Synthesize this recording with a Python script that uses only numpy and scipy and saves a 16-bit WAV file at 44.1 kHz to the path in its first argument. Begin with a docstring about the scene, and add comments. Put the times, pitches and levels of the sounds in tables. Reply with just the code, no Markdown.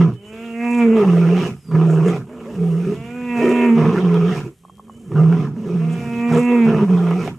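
"""Lion roaring in open grassland

A male lion some metres from a stereo microphone gives three roars and shorter grunts. Each roar has a clean
moan of steady partials, rising first, that breaks up and sinks into a hoarse chest growl: uneven slaps of
the vocal folds and gusts of air ring a long throat. Dry grass rustles as short swells of grainy noise,
birds are faint gliding sine tones, a small hollow body clicks, and soft air lies over the plain."""
import sys
import numpy as np
from scipy import signal
from scipy.fft import rfft, irfft, next_fast_len
from scipy.io import wavfile
from scipy.ndimage import uniform_filter1d

SR = 44100
rng = np.random.default_rng(int(sys.argv[2]) if len(sys.argv) > 2 else 0)


def bounce(signal):
    """Save signal as a 16-bit WAV file at the path given by the first command-line argument."""
    frames = np.transpose(np.atleast_2d(signal))
    limited = np.clip(frames, -1, 1)
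    pcm = np.round(limited * 32767).astype(np.int16)
    wavfile.write(sys.argv[1], SR, pcm)


N = 325458
TIME = np.arange(N) / SR
STEPS = TIME[::SR // 1000]  # the controls of the voice are worked out about once a millisecond
FFT_SIZE = next_fast_len(N + SR // 4, real=True)
FFT_HZ = np.arange(FFT_SIZE // 2 + 1) * SR / FFT_SIZE

# Path of each moan, one list a moan: time_s, pitch_hz, fundamental_db, overtones_db (before the trims below)
MOANS = [
    [(.17, 194, -50, -64), (.32, 218.5, -40.5, -50), (.444, 232.5, -32.5, -45.5), (.53, 229.5, -31, -46),
     (.635, 237.5, -21.5, -33), (.765, 240.7, -16, -33), (.824, 234.5, -12.5, -27), (.89, 226, -11.5, -45),
     (.96, 223, -13.5, -36), (1.04, 200, -24.5, -37.5)],
    [(2.88, 197, -16, -58), (2.97, 223, -42, -47), (3.17, 247, -30, -45), (3.27, 244, -25.5, -40),
     (3.39, 236.5, -19, -32), (3.46, 241.5, -18, -35), (3.64, 239.7, -15, -27.5), (3.73, 230.5, -9.5, -37),
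     (3.83, 231, -20.5, -38.5), (3.91, 220, -15.5, -47.5)],
    [(5.79, 223, -32, -43), (5.87, 234, -31, -46.5), (5.98, 238, -33, -44), (6.1, 233.5, -26.5, -41),
     (6.26, 237, -18, -35), (6.42, 243, -17, -35), (6.53, 242, -13.5, -31), (6.66, 226, -11, -35.5),
     (6.77, 218, -22.5, -40), (6.86, 200, -12, -49)],
]
# A second oscillation that joins in the middle roar: time_s, level_db (relative)
SECOND_SWING = [(3.36, -50), (3.42, -3), (3.52, -9.5), (3.58, -9), (3.66, -5), (3.72, -32.5)]
SECOND_SWING_HZ = 152
# Lines it adds above the partials: partial (number), level_db (relative)
SIDEBANDS = [(1, -17), (2, -28.5), (3, -68), (4, -47.5), (5, -72), (6, -74), (7, -31), (8, -56), (9, -35),
             (10, -43), (12, -43.5)]
# Flares of the octave as the voice cracks: time_s, half_length_s, level_db (added)
OCTAVE_FLARES = [(.9, .09, 10.5), (1.025, .045, 18), (2.898, 0.045, 11.5), (6.381, 0.033, 13.5),
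                 (6.54, .04, 8)]
# the octave grows with the fundamental (dB per dB), and more under strain
OCTAVE_DB, OCTAVE_GROWTH, OCTAVE_STRAIN_DB = -23, 0.52, 3
# trims on the overtones; strain dulls the highest, which also arrive after the rest
MIDDLE_DB, BRIGHT_DB, STRAIN_DULLS_DB = 1.5, 0.24, 2
BRIGHT_LATE_DB, BRIGHT_RISE_S = 5, 0.13
JAW_SHUT_HZ, JAW_OPEN_HZ = 2170, 2550  # a mouth resonance rises and falls once in each moan


def moan(table, growl_db, jitter=0.0019, strain_jitter=0.01374, shimmer_db=0.55, fade_s=0.04):
    """The folds swing evenly: clean partials that waver and smear once the growl sets in."""
    hz, first_db, overtones_db = curves(table)
    start_s, end_s = table[0][0], table[-1][0]
    along = ramp(start_s, end_s - start_s, TIME)
    jaw_hz = JAW_SHUT_HZ + (JAW_OPEN_HZ - JAW_SHUT_HZ) * np.sin(np.pi * along)
    second_db, = curves(SECOND_SWING)
    strain = np.clip(undb(growl_db + 29) + 0.26 * undb(second_db), 0, 1.5)

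    flare_db = sum(db * np.exp(-((TIME - s) / half) ** 2) for s, half, db in OCTAVE_FLARES)
    octave_db = OCTAVE_DB + OCTAVE_GROWTH * first_db + OCTAVE_STRAIN_DB * strain + flare_db
    late_db = BRIGHT_LATE_DB * np.exp(-np.maximum(TIME - start_s, 0) / BRIGHT_RISE_S)
    bright_db = overtones_db + BRIGHT_DB - STRAIN_DULLS_DB * strain - late_db

    gate = np.clip(np.minimum(TIME - start_s, end_s - TIME) / fade_s + .5, 0, 1)
    on = gate > 0
    wavering_hz = hz * (1 + (jitter + strain_jitter * strain) * walk(260))
    phase = 2 * np.pi * np.cumsum(wavering_hz)[on] / SR
    push = np.clip((first_db[on] + 32.0) / 10, 0, 1)
    out = np.zeros(N)
    # partial 1, partial 2, partials 3-6 and 7-15 each keep a level of their own
    groups = np.split(np.arange(1, 16), [1, 2, 6])
    for partials, db in zip(groups, (first_db, octave_db, overtones_db + MIDDLE_DB, bright_db)):
        k = partials[:, None]
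        weight = partial_gains(k, hz[on], push, jaw_hz[on], on)
        stack = (weight * np.sin(k * phase)).sum(0) / np.sqrt((weight ** 2).sum(0) / 2)
        shimmer = shimmer_db * np.log(partials[0] + .5) * walk(65)
        out[on] += stack * undb(db + shimmer)[on]

    # the second oscillation beats with the first
    second = 2 * np.pi * np.cumsum(SECOND_SWING_HZ * (1 + 0.0338 * walk(90)))[on] / SR
    lines = sum(undb(db) * np.sin(round(k) * phase + second) for k, db in SIDEBANDS)
    out[on] += 1.65 * undb(second_db[on]) * lines
    return out * gate


# Mouth colour on the partials of a soft moan: frequency_hz, level_db (relative)
SOFT_COLOUR = [(500, 11), (700, 9.5), (860, -2), (980, 1.5), (1200, -3), (1450, 6), (1700, -12), (2000, -1),
               (2700, 5.5), (3100, -14.5), (3500, -13)]
# Mouth colour on the partials of a full moan: frequency_hz, level_db (relative)
FULL_COLOUR = [(500, 15.5), (720, 2.5), (830, -7.5), (960, 9), (1200, -3.5), (1480, -6.5), (1900, 11.5),
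               (2350, 12), (2700, 12), (3050, -46), (3500, -17)]


def partial_gains(k, hz, push, jaw_hz, on, jaw_db=5, jaw_width_hz=200, wander_db=3.0):
    """The mouth opens with the push, the jaw moves one resonance, and each partial wanders in level."""
    mouth = (1 - push) * colour(SOFT_COLOUR, k * hz) + push * colour(FULL_COLOUR, k * hz)
    wander = wander_db * np.array([walk(9)[on] for _ in k])
    return mouth * undb(jaw_db * resonance(k * hz, jaw_hz, jaw_width_hz) + wander)


# Edges between the chest, throat, mouth and rasp registers of the growl: frequency_hz
REGISTER_EDGES_HZ = [100, 285, 600, 1650, 3600, 13000]
# Single hard catches in the throat: time_s, level_db (added to mouth and rasp, half of it to the throat)
CATCHES = [(1.713, 7), (1.753, 5), (1.814, 5), (2.405, 5), (3.846, 3), (4.146, 8), (5.118, 7), (5.156, 6),
           (5.327, 8), (7.071, 9), (7.111, 11), (7.278, 8)]


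def growl(hz, rough, levels_db, jitter=.02, rough_jitter=.16, scatter_db=3.0, weak_db=-10, air=0.89,
          flutter_db=1, ring_t60_s=0.11, line_share=0.4):
    """Heavy folds swing almost as a sine and slap shut, strong and weak in turn; slaps and air ring the throat."""
    chest_db, low_db, mouth_db, rasp_db = levels_db
    phase = np.cumsum(hz * (1 + (.014 + .07 * rough) * walk(90))) / SR
    closure = np.maximum.accumulate(phase + (jitter + rough_jitter * rough) * walk(200))
    cycle = np.floor(closure)
    # every other slap is weak, which puts lines halfway between the partials
    slaps = np.diff(cycle, prepend=0) * undb(weak_db * (cycle % 2) + scatter_db * walk(170))
    # air gusts hardest just after each slap
    gusts = (np.exp(-(closure % 1) / .4) + .45) * rng.standard_normal(N)
    source = smear(unit(slaps), ring_t60_s) + air * unit(gusts)
    voiced = shape(source * undb(flutter_db * walk(65)), throat)

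    edges = zip(REGISTER_EDGES_HZ[:4], REGISTER_EDGES_HZ[1:])
    chest, low, mouth, rasp = (steady(register(voiced, lo, hi), size=2200) for lo, hi in edges)
    hard = grit()
    mouth, rasp = patchy(mouth * hard), patchy(rasp * hard)
    # the steadier the folds, the more of the lows is clean tone
    pure = np.sqrt(2 * (1 - rough ** 2)) * np.sin(2 * np.pi * phase)
    chest = steady(pure + rough * chest)
    clean = np.clip(line_share * (1 - rough), 0, 1)
    low = np.sqrt(clean) * growl_lines(phase) + np.sqrt(1 - clean) * low

    # each catch starts at once, then fades
    catch_db = sum(db * (TIME > s - .002) * np.exp(-np.abs(TIME - s) / .012) for s, db in CATCHES)
    upper = (mouth * undb(mouth_db - 4.0) + rasp * undb(rasp_db - 4.5)) * undb(catch_db)
    voice = chest * undb(chest_db - 0.98) + low * undb(low_db - 7.5 + catch_db / 2) + upper
    return voice + rumble(chest_db, rough) + teeth_hiss(gusts, chest_db, low_db, rasp_db)


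# Clean lines of a steady growl, half multiples among them: multiple (of the pitch), level_db (relative)
GROWL_LINES = [(2, -7.5), (2.5, 6.5), (3, -15.5), (3.5, -11), (4, -14.5), (4.5, -10.5)]


def growl_lines(phase):
    """Alternating strong and weak swings sound as whole and half multiples of the pitch."""
    lines = 0
    for multiple, db in GROWL_LINES:
        tone = np.sin(np.pi * round(2 * multiple) * phase + 0.6 * walk(45))
        lines = lines + undb(db + 6.5 * walk(35)) * tone
    return unit(lines)


# Resonances of the long throat: frequency_hz, width_hz (nominal), level_db (relative)
THROAT = [(165, 104, 7.5), (325, 50, -13), (389, 69, 10), (456, 19, -9), (724, 92, -12), (996, 160, -12.5),
          (1251, 197, -11.5), (1700, 150, -22), (2370, 1200, -24.5), (2680, 480, -28), (4000, 1600, -58)]


def throat(hz):
    """All resonances of the throat together, summed in power."""
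    return np.sqrt(sum((undb(db) * resonance(hz, f, width)) ** 2 for f, width, db in THROAT))


def grit(rate=45, hard_db=5, decay_s=0.0055):
    """Now and then the folds slap harder: a sudden rise of the force that fades in about a cycle."""
    slaps = (rng.random(N) < rate / SR) * rng.random(N)
    force = signal.lfilter([1], [1, -np.exp(-1 / (decay_s * SR))], slaps)
    return undb(hard_db * np.minimum(force, 1))


def patchy(x, patchy_db=4.0, rate=38):
    """The rasp is uneven: every narrow band swells and fades on its own."""
    edges = np.geomspace(600, 3600, num=12)
    spectrum = rfft(x, FFT_SIZE)
    which = np.searchsorted(edges[1:-1], FFT_HZ)
    bands = (irfft(spectrum * (which == k), FFT_SIZE)[:N] for k in np.unique(which))
    return steady(sum(b * undb(patchy_db * walk(rate)) for b in bands), size=2200)


def rumble(chest_db, rough):
    """Uneven cycles leave a weak rumble under the voice."""
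    noise = unit(band(rng.standard_normal(N), 59, 140, order=2))
    return noise * undb(0.42 * chest_db - 42.5 + 10 * rough + 3 * walk(14))


# Hiss of air in the mouth while growling: frequency_hz, level_db (relative)
GROWL_HISS = [(2000, -34.5), (3700, -3.5), (4400, -3.5), (5500, 3), (6700, -1), (7500, -8.5), (8700, -4),
              (10000, -16), (13000, -12)]
# Hiss of air in the mouth while moaning: frequency_hz, level_db (relative)
MOAN_HISS = [(2000, -40), (3600, -9), (5000, -3.5), (6300, 0), (7200, 4), (8200, -3.5), (10000, -8),
             (13000, -7)]
# hiss grows more slowly than the rasp level (dB per dB) and is held below it
HISS_DB, HISS_GROWTH, HISS_LIMIT_DB = -29, 0.64, -12
HISS_PRESS, HISS_PRESS_FROM_DB = .45, -20.5  # extra hiss (dB per dB) once rasp nears the throat level


def teeth_hiss(gusts, chest_db, low_db, rasp_db):
    """Air hisses at the teeth, with one colour in a growl and another in a moan."""
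    deep = np.clip((chest_db + 36.0) / 14, 0, 1)
    growling = steady(shape(gusts, lambda hz: colour(GROWL_HISS, hz)))
    moaning = steady(shape(gusts, lambda hz: colour(MOAN_HISS, hz)))
    hiss = np.sqrt(deep) * growling + np.sqrt(1 - deep) * moaning
    pressed_db = HISS_PRESS * deep * np.maximum(rasp_db - low_db - HISS_PRESS_FROM_DB, 0)
    hiss_db = HISS_DB + HISS_GROWTH * rasp_db + pressed_db
    return hiss * undb(np.minimum(hiss_db, rasp_db + HISS_LIMIT_DB))


def effort():
    """All pushes share one throat: powers add, and chest power weighs each one's pitch and roughness."""
    pushes = [growl_push(*row) for row in GROWLS] + [short_push(*row) for row in SHORT_PUSHES]
    pushes += [whine_push(*row) for row in WHINES] + [breathy_push(table) for table in MOANS]
    hz, rough, levels_db = map(np.array, zip(*pushes))
    power = undb(np.maximum(levels_db, -120)) ** 2
    share = power[:, 0] / power[:, 0].sum(0)

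    def per_sample(control):
        """Join the millisecond steps by straight lines."""
        return np.interp(TIME, STEPS, control)

    pitch_hz = per_sample((share * hz).sum(0))
    roughness = per_sample(np.clip((share * rough).sum(0), 0, 1))
    return pitch_hz, roughness, [per_sample(db) for db in 10 * np.log10(power.sum(0))]


# Deep growls and grunts: start_s, attack_s, hold_s, release_s, first_pitch_hz, held_pitch_hz,
# chest_db, throat_db, mouth_db, rasp_db (efforts, before the register trims in growl)
GROWLS = [(-.04, 0.032, .06, .08, 215.5, 144, -8, -23, -32.5, -54),
          (0.999, 0.072, .27, .21, 224.8, 167.4, -10, -14.5, -30, -36),
          (1.692, .06, .29, 0.2, 158.2, 159.6, -10.5, -16.5, -30, -42.5),
          (2.538, 0.076, 0.16, 0.28, 200.3, 163, -15, -22.5, -42, -48.5),
          (3.97, 0.074, 0.22, 0.2, 189.7, 168.9, -12, -17.5, -30.5, -39),
          (5.111, .08, .11, .25, 138.1, 160.8, -8.5, -20.5, -33.5, -47.5),
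          (5.68, 0.063, .15, .26, 204.5, 159, -16, -29, -42, -50.5),
          (6.839, 0.06, .24, 0.22, 212.8, 171, -13.5, -19.5, -31.5, -42)]
SETTLE_S, LIFT_HZ, SINK_HZ = .06, 16, 31.965  # pitch settles, lifts as the push ends, then sinks
HELD_ROUGH, ONSET_ROUGH, RELEASE_ROUGH = .04, .6, .65  # held roughness; what onset and release add
SAG_DB_PER_S, CHEST_FALL_DB, THROAT_FALL_DB = 7, 17, 7  # the voice tires, then falls over the release
# the last air has more rasp, until the throat shuts this far into the release (share)
LAST_AIR_DB, SHUT_SHARE, SHUT_DB = 5.5, 0.61, 50


def growl_push(start, attack, hold, release, first_hz, held_hz, chest, throat, mouth, rasp,
               lift_at=.22, lift_width=.2, air_at=0.39, air_width=0.38):
    """One growl settles on a steady note, then the chest gives way and rasping air outlasts it."""
    age = np.maximum(STEPS - start, 0)
    spent = (STEPS - start - attack - hold) / release
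    fall, fresh = np.maximum(spent, 0), np.exp(-age / SETTLE_S)
    lift_hz = LIFT_HZ * np.exp(-((spent - lift_at) / lift_width) ** 2)
    hz = held_hz + (first_hz - held_hz) * fresh + lift_hz - SINK_HZ * np.minimum(fall, 1)
    rough = HELD_ROUGH + ONSET_ROUGH * fresh + RELEASE_ROUGH * np.minimum(2 * fall, 1)

    onset = -20 * np.maximum(start + attack - STEPS, 0) / attack
    sag = SAG_DB_PER_S * np.maximum(age - attack, 0)
    chest_db = chest + onset - sag - CHEST_FALL_DB * fall - SHUT_DB * np.maximum(spent - 1, 0)
    air = onset - SHUT_DB * np.maximum(spent - SHUT_SHARE, 0)
    rasp_db = rasp + air + LAST_AIR_DB * np.exp(-((spent - air_at) / air_width) ** 2)
    return hz, rough, [chest_db, throat + air - THROAT_FALL_DB * fall, mouth + air, rasp_db]


# Short extra pushes of the voice, from faint breathy tails and onsets to loud hoarse bursts:
# start_s, length_s, pitch_hz, roughness (1 = fully uneven),
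# chest_db, throat_db, mouth_db, rasp_db (efforts, before the register trims in growl)
SHORT_PUSHES = [(0, 0.018, 170, .2, -25, -14.5, -26, -33.5),
                (0.106, 0.041, 120.4, 0.32, -28, -32.5, -50, -54),
                (.23, .06, 189, 1.01, -54, -44, -57, -54), (.33, .2, 190, .9, -54, -39, -51.5, -47),
                (.86, 0.087, 205.6, 0.74, -46, -28, -34, -42),
                (0.969, 0.076, 206.2, 0.36, -36, -17, -25, -38),
                (1.658, 0.022, 147.6, 0.56, -44, -56, -59.5, -66),
                (1.722, 0.025, 160.6, .5, -18.5, -35, -43, -66),
                (2.067, .04, 200, .45, -18, -14, -35.5, -36),
                (2.88, 0.044, 198.2, 0.52, -29, -20, -45, -64), (3.049, .28, 150, 0.88, -41, -42, -52, -48),
                (3.37, .03, 150.1, .8, -34, -24, -37, -38), (3.42, 0.095, 165, 0.86, -31, -8, -29, -35.5),
                (3.561, .16, 151, 0.95, -54, -19.5, -34.5, -43),
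                (3.779, .12, 157.7, 0.42, -14, -15.5, -24, -35.5),
                (3.929, .07, 180.2, 0.71, -19, -13, -26, -33.5),
                (4.441, .03, 136.9, 0.51, -31, -27, -45, -48.5),
                (5.12, .02, 148.8, .7, -21, -23.5, -44.5, -52),
                (5.175, .035, 150.5, 0.31, -17, -19.5, -27, -46),
                (5.669, 0.08, 150.1, 0.74, -26, -19.5, -41.5, -47),
                (6.07, .15, 125.8, 0.79, -34, -37, -49, -54),
                (6.32, 0.059, 158, 0.36, -15.5, -20.5, -23, -37.5),
                (6.501, 0.11, 159.5, 0.84, -48.5, -23, -33.5, -48),
                (6.67, 0.16, 155.6, 0.58, -18, -15.5, -26, -39),
                (6.91, .04, 178.8, 0.19, -12, -29, -43, -47)]
SHORT_ATTACK_S, SHORT_RELEASE_S = .035, .06


def short_push(start, length, hz, rough, *levels_db):
    """A short extra push of the voice, with its own pitch and roughness held throughout."""
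    db = swell(start, length, SHORT_ATTACK_S, SHORT_RELEASE_S)
    return np.full_like(STEPS, hz), np.full_like(STEPS, rough), np.add.outer(levels_db, db)


# Soft whines as the lion draws air: start_s, length_s, first_pitch_hz, last_pitch_hz,
# chest_db, throat_db (efforts, before the register trims in growl)
WHINES = [(2.299, .27, 255.7, 219.4, -35, -30.5), (4.62, .18, 174, 204.1, -49.5, -53.5),
          (4.83, .26, 220.1, 230.8, -42, -45), (5.569, .08, 230.4, 211.2, -25.5, -32)]
WHINE_ROUGH, WHINE_FADE_S, WHINE_SWELL_DB_PER_S = .5, .08, 20.5
WHINE_MOUTH_DB, WHINE_RASP_DB = -13.5, -20.5  # against the throat


def whine_push(start, length, first_hz, last_hz, chest, throat):
    """A soft glide that grows as the lungs fill."""
    along = ramp(start, length)
    db = swell(start, length, WHINE_FADE_S, WHINE_FADE_S) + WHINE_SWELL_DB_PER_S * length * (along - .5)
    levels_db = [chest, throat, throat + WHINE_MOUTH_DB, throat + WHINE_RASP_DB]
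    hz = first_hz + (last_hz - first_hz) * along
    return hz, np.full_like(STEPS, WHINE_ROUGH), np.add.outer(levels_db, db)


# Breathy, rough voice under a moan, against its overtones, in chest, throat, mouth and rasp:
# level_db (efforts, before the register trims in growl)
BREATHY_DB = [-24, -9.5, -13.5, -6.5]


def breathy_push(table, fade_s=.06):
    """Breathy, rough voice under a moan, following its pitch and overtones."""
    s, hz, _, overtones_db = np.transpose(table)
    db = np.interp(STEPS, s, overtones_db) + swell(s[0], s[-1] - s[0], fade_s, fade_s)
    return np.interp(STEPS, s, hz), np.ones_like(STEPS), np.add.outer(BREATHY_DB, db)


# The lion brushes through dry grass: time_s, half_length_s, level_db
SWISHES = [(.28, 0.034, -58), (.75, 0.078, -49), (1.93, 0.062, -51), (2.08, 0.054, -50.5),
           (3.5, 0.089, -51), (5.03, .15, -63), (5.93, .03, -52), (6.38, 0.079, -46)]
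# Colour of stalks on the coat: frequency_hz, level_db (relative)
SWISH_COLOUR = [(2500, -30), (4500, -9.5), (7200, 8), (9000, 0.5), (13000, -11.5)]


def swishes(grain_db=3, grain_rate=160, spread=0.35):
    """Stalks slide over the coat: short swells of grainy hiss."""
    force = sum(undb(db) * np.exp(-((TIME - s) / half) ** 2) for s, half, db in SWISHES)
    noise = rng.standard_normal(N) + spread * rng.standard_normal((2, N))
    hiss = shape(noise, lambda hz: colour(SWISH_COLOUR, hz))
    return force * unit(hiss * undb(grain_db * walk(grain_rate)))


# Small hollow clicks: time_s, level_db (of the blow, before the ring and band-pass)
CLICKS = [(4.6497, -36.5), (4.6963, -37), (4.795, -34), (4.8956, -33)]
# What they ring with: frequency_hz, level_db (relative), t60_s
CLICK_MODES = [(1085.6, 4, 0.025), (1171, -20, 0.021), (831, -6, 0.022)]


def clicks(lead_s=0.014, tick_db=-13):
    """A light tick, then a firmer click, both ringing the same small hollow body."""
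    blows = np.zeros(N)
    for s, db in CLICKS:
        blows[int(s * SR)] += undb(db)
        blows[int((s - lead_s) * SR)] += undb(db + tick_db)
    t = TIME[:SR // 10]
    ring = sum(undb(db - 60 * t / t60) * np.sin(2 * np.pi * hz * t) for hz, db, t60 in CLICK_MODES)
    return band(signal.fftconvolve(blows, ring)[:N], 493, 1260)


# A bird's whistle: time_s, pitch_hz, level_db
WHISTLE = [(1.54, 4818, -79), (1.57, 5030, -62), (1.6, 5200, -66), (1.64, 4997, -64), (1.68, 4770, -56.5),
           (1.74, 4657, -57), (1.78, 4710, -77)]
# A far bird's high notes, one list each: time_s, pitch_hz, level_db
FAR_WHISTLES = [
    [(.12, 2950, -83), (.16, 3000, -56), (.21, 3070, -50), (.23, 2940, -55), (.29, 3000, -44),
     (.34, 3060, -76)],
    [(4.52, 3136, -85), (4.6, 3130, -73), (4.72, 3204, -68), (4.86, 3186, -70), (4.92, 2950, -62),
     (4.99, 3077, -63), (5.06, 3088, -66), (5.12, 3086, -73)],
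]


def bird(table):
    """One thin slurred whistle: a sine that wavers in pitch and level."""
    hz, db = curves(table)
    sounding = (TIME > table[0][0]) & (TIME < table[-1][0])
    phase = 2 * np.pi * np.cumsum(hz * (1 + 0.0034 * walk(120))) / SR
    return sounding * undb(db + 3.3 * walk(75)) * np.sin(phase)


# Colour of the soft air over the plain: frequency_hz, level_db (relative)
PLAIN_COLOUR = [(25, -7), (70, -29.5), (200, -15.5), (500, -24.5), (1200, -22.5), (3000, -19.5),
                (4500, -29.5), (8000, -19), (13000, -28)]


def plain(air_db=-61, grass_db=-73, crackle_db=4):
    """Soft moving air as coloured noise, and dry grass stalks as random ticks."""
    noise = rng.standard_normal(N) + .5 * rng.standard_normal((2, N))
    air = unit(shape(noise, lambda hz: colour(PLAIN_COLOUR, hz))) * undb(air_db + 3.3 * walk(3.9))
    # about 250 ticks a second, a few of them much stronger
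    strength = undb(crackle_db * np.minimum(rng.exponential(size=N), 4))
    stalks = (rng.random(N) < 250 / SR) * strength
    grass = unit(band(stalks * (1 + .5 * rng.standard_normal((2, N))), 2700, 14000, order=2))
    return air + grass * undb(grass_db + 2 * walk(3))


def surroundings(x, t60_s=0.091, scatter_db=-6):
    """Grass and bushes scatter sound differently to each side; the lion stands a little to the right."""
    late = np.pad(smear(x, t60_s), (SR // 150, 0))[:N] * undb(scatter_db)
    scattered = [(60, -8.5), (170, -22.5), (400, -16.0), (700, -24),
                 (1200, -7.5), (2400, -0.5), (4000, 6.0), (9000, -4)]  # (Hz, dB)
    to_right = [(170, -18), (900, -29.0), (2200, -10), (5000, -12), (10000, -30.0)]  # (Hz, dB)
    side = shape(late, lambda hz: colour(scattered, hz)) - shape(x, lambda hz: colour(to_right, hz))
    return np.array([x + side, x - side])


def undb(db):
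    """Decibels to gain."""
    return 10 ** (np.asarray(db) / 20)


def curves(table):
    """The columns of a table, joined by straight lines in time."""
    s, *columns = np.transpose(table)
    return [np.interp(TIME, s, c) for c in columns]


def colour(points, hz):
    """Gain of a (Hz, dB) spectrum at the given frequencies."""
    f, db = np.transpose(points)
    return undb(np.interp(np.log(hz + 1), np.log(f), db))


def shape(x, response):
    """Filter by a function of frequency."""
    return irfft(rfft(x, FFT_SIZE) * response(FFT_HZ), FFT_SIZE)[..., :N]


def band(x, lo_hz, hi_hz, order=4):
    """Butterworth band-pass."""
    return signal.sosfilt(signal.butter(order, [lo_hz, hi_hz], "band", fs=SR, output="sos"), x)


def register(x, lo_hz, hi_hz):
    """A steep slice of the voice; neighbouring slices add up without a gap."""
    return shape(x, lambda hz: 1 / (1 + (hz / hi_hz) ** 10) - 1 / (1 + (hz / lo_hz) ** 10))


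def resonance(hz, centre_hz, width_hz):
    """Gain of a resonance with steep skirts."""
    return 1 / (1 + ((hz ** 2 - centre_hz ** 2) / (1.345 * width_hz * hz + 1)) ** 2)


def smear(x, t60_s):
    """A short, dense ring with the energy kept."""
    t = TIME[:SR // 4]
    ring = rng.standard_normal(len(t)) * undb(-60 * t / t60_s)
    response = rfft(ring, FFT_SIZE)
    # its broad colour stays even; only narrow peaks and dips remain
    response /= np.sqrt(uniform_filter1d(np.abs(response) ** 2, size=940))
    return irfft(rfft(x, FFT_SIZE) * response, FFT_SIZE)[:N]


def unit(x):
    """Scale to a standard deviation of 1."""
    return x / np.std(x)


def steady(x, size=3000):
    """Hold the slow level at 1 and keep the fast flutter."""
    slow_power = uniform_filter1d(uniform_filter1d(x * x, size), size // 2)
    return x / np.sqrt(slow_power + 1e-12)


def walk(rate):
    """Smooth chance with spread 1, from this many random values a second."""
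    k = max(int(SR / rate), 2)
    return unit(uniform_filter1d(np.repeat(rng.standard_normal(N // k + 1), k)[:N], k))


def ramp(start_s, length_s, t=STEPS):
    """0 before the start, rising evenly to 1."""
    return np.clip((t - start_s) / length_s, 0, 1)


def swell(start_s, length_s, attack_s, release_s):
    """Envelope in dB: full for the length, 20 dB down one attack before it and one release after it."""
    before = np.maximum(start_s - STEPS, 0) / attack_s
    after = np.maximum(STEPS - start_s - length_s, 0) / release_s
    return -20 * (before + after)


def scene():
    """Lion, clicks and birds over the quiet plain, with grass brushed in passing."""
    hz, rough, levels_db = effort()
    mouth_db = levels_db[2]
    lion = sum(moan(table, mouth_db) for table in MOANS) + growl(hz, rough, levels_db)
    birds = sum(bird(table) for table in [WHISTLE, *FAR_WHISTLES])
    return surroundings(lion + clicks() + birds) + plain() + swishes()


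TOP_HZ = 13300


def record(dry):
    """The recorder cuts the top with a steep low-pass."""
    return signal.sosfilt(signal.ellip(8, .2, 70, TOP_HZ, fs=SR, output="sos"), dry)


dry = scene()
out = record(dry)
bounce(out)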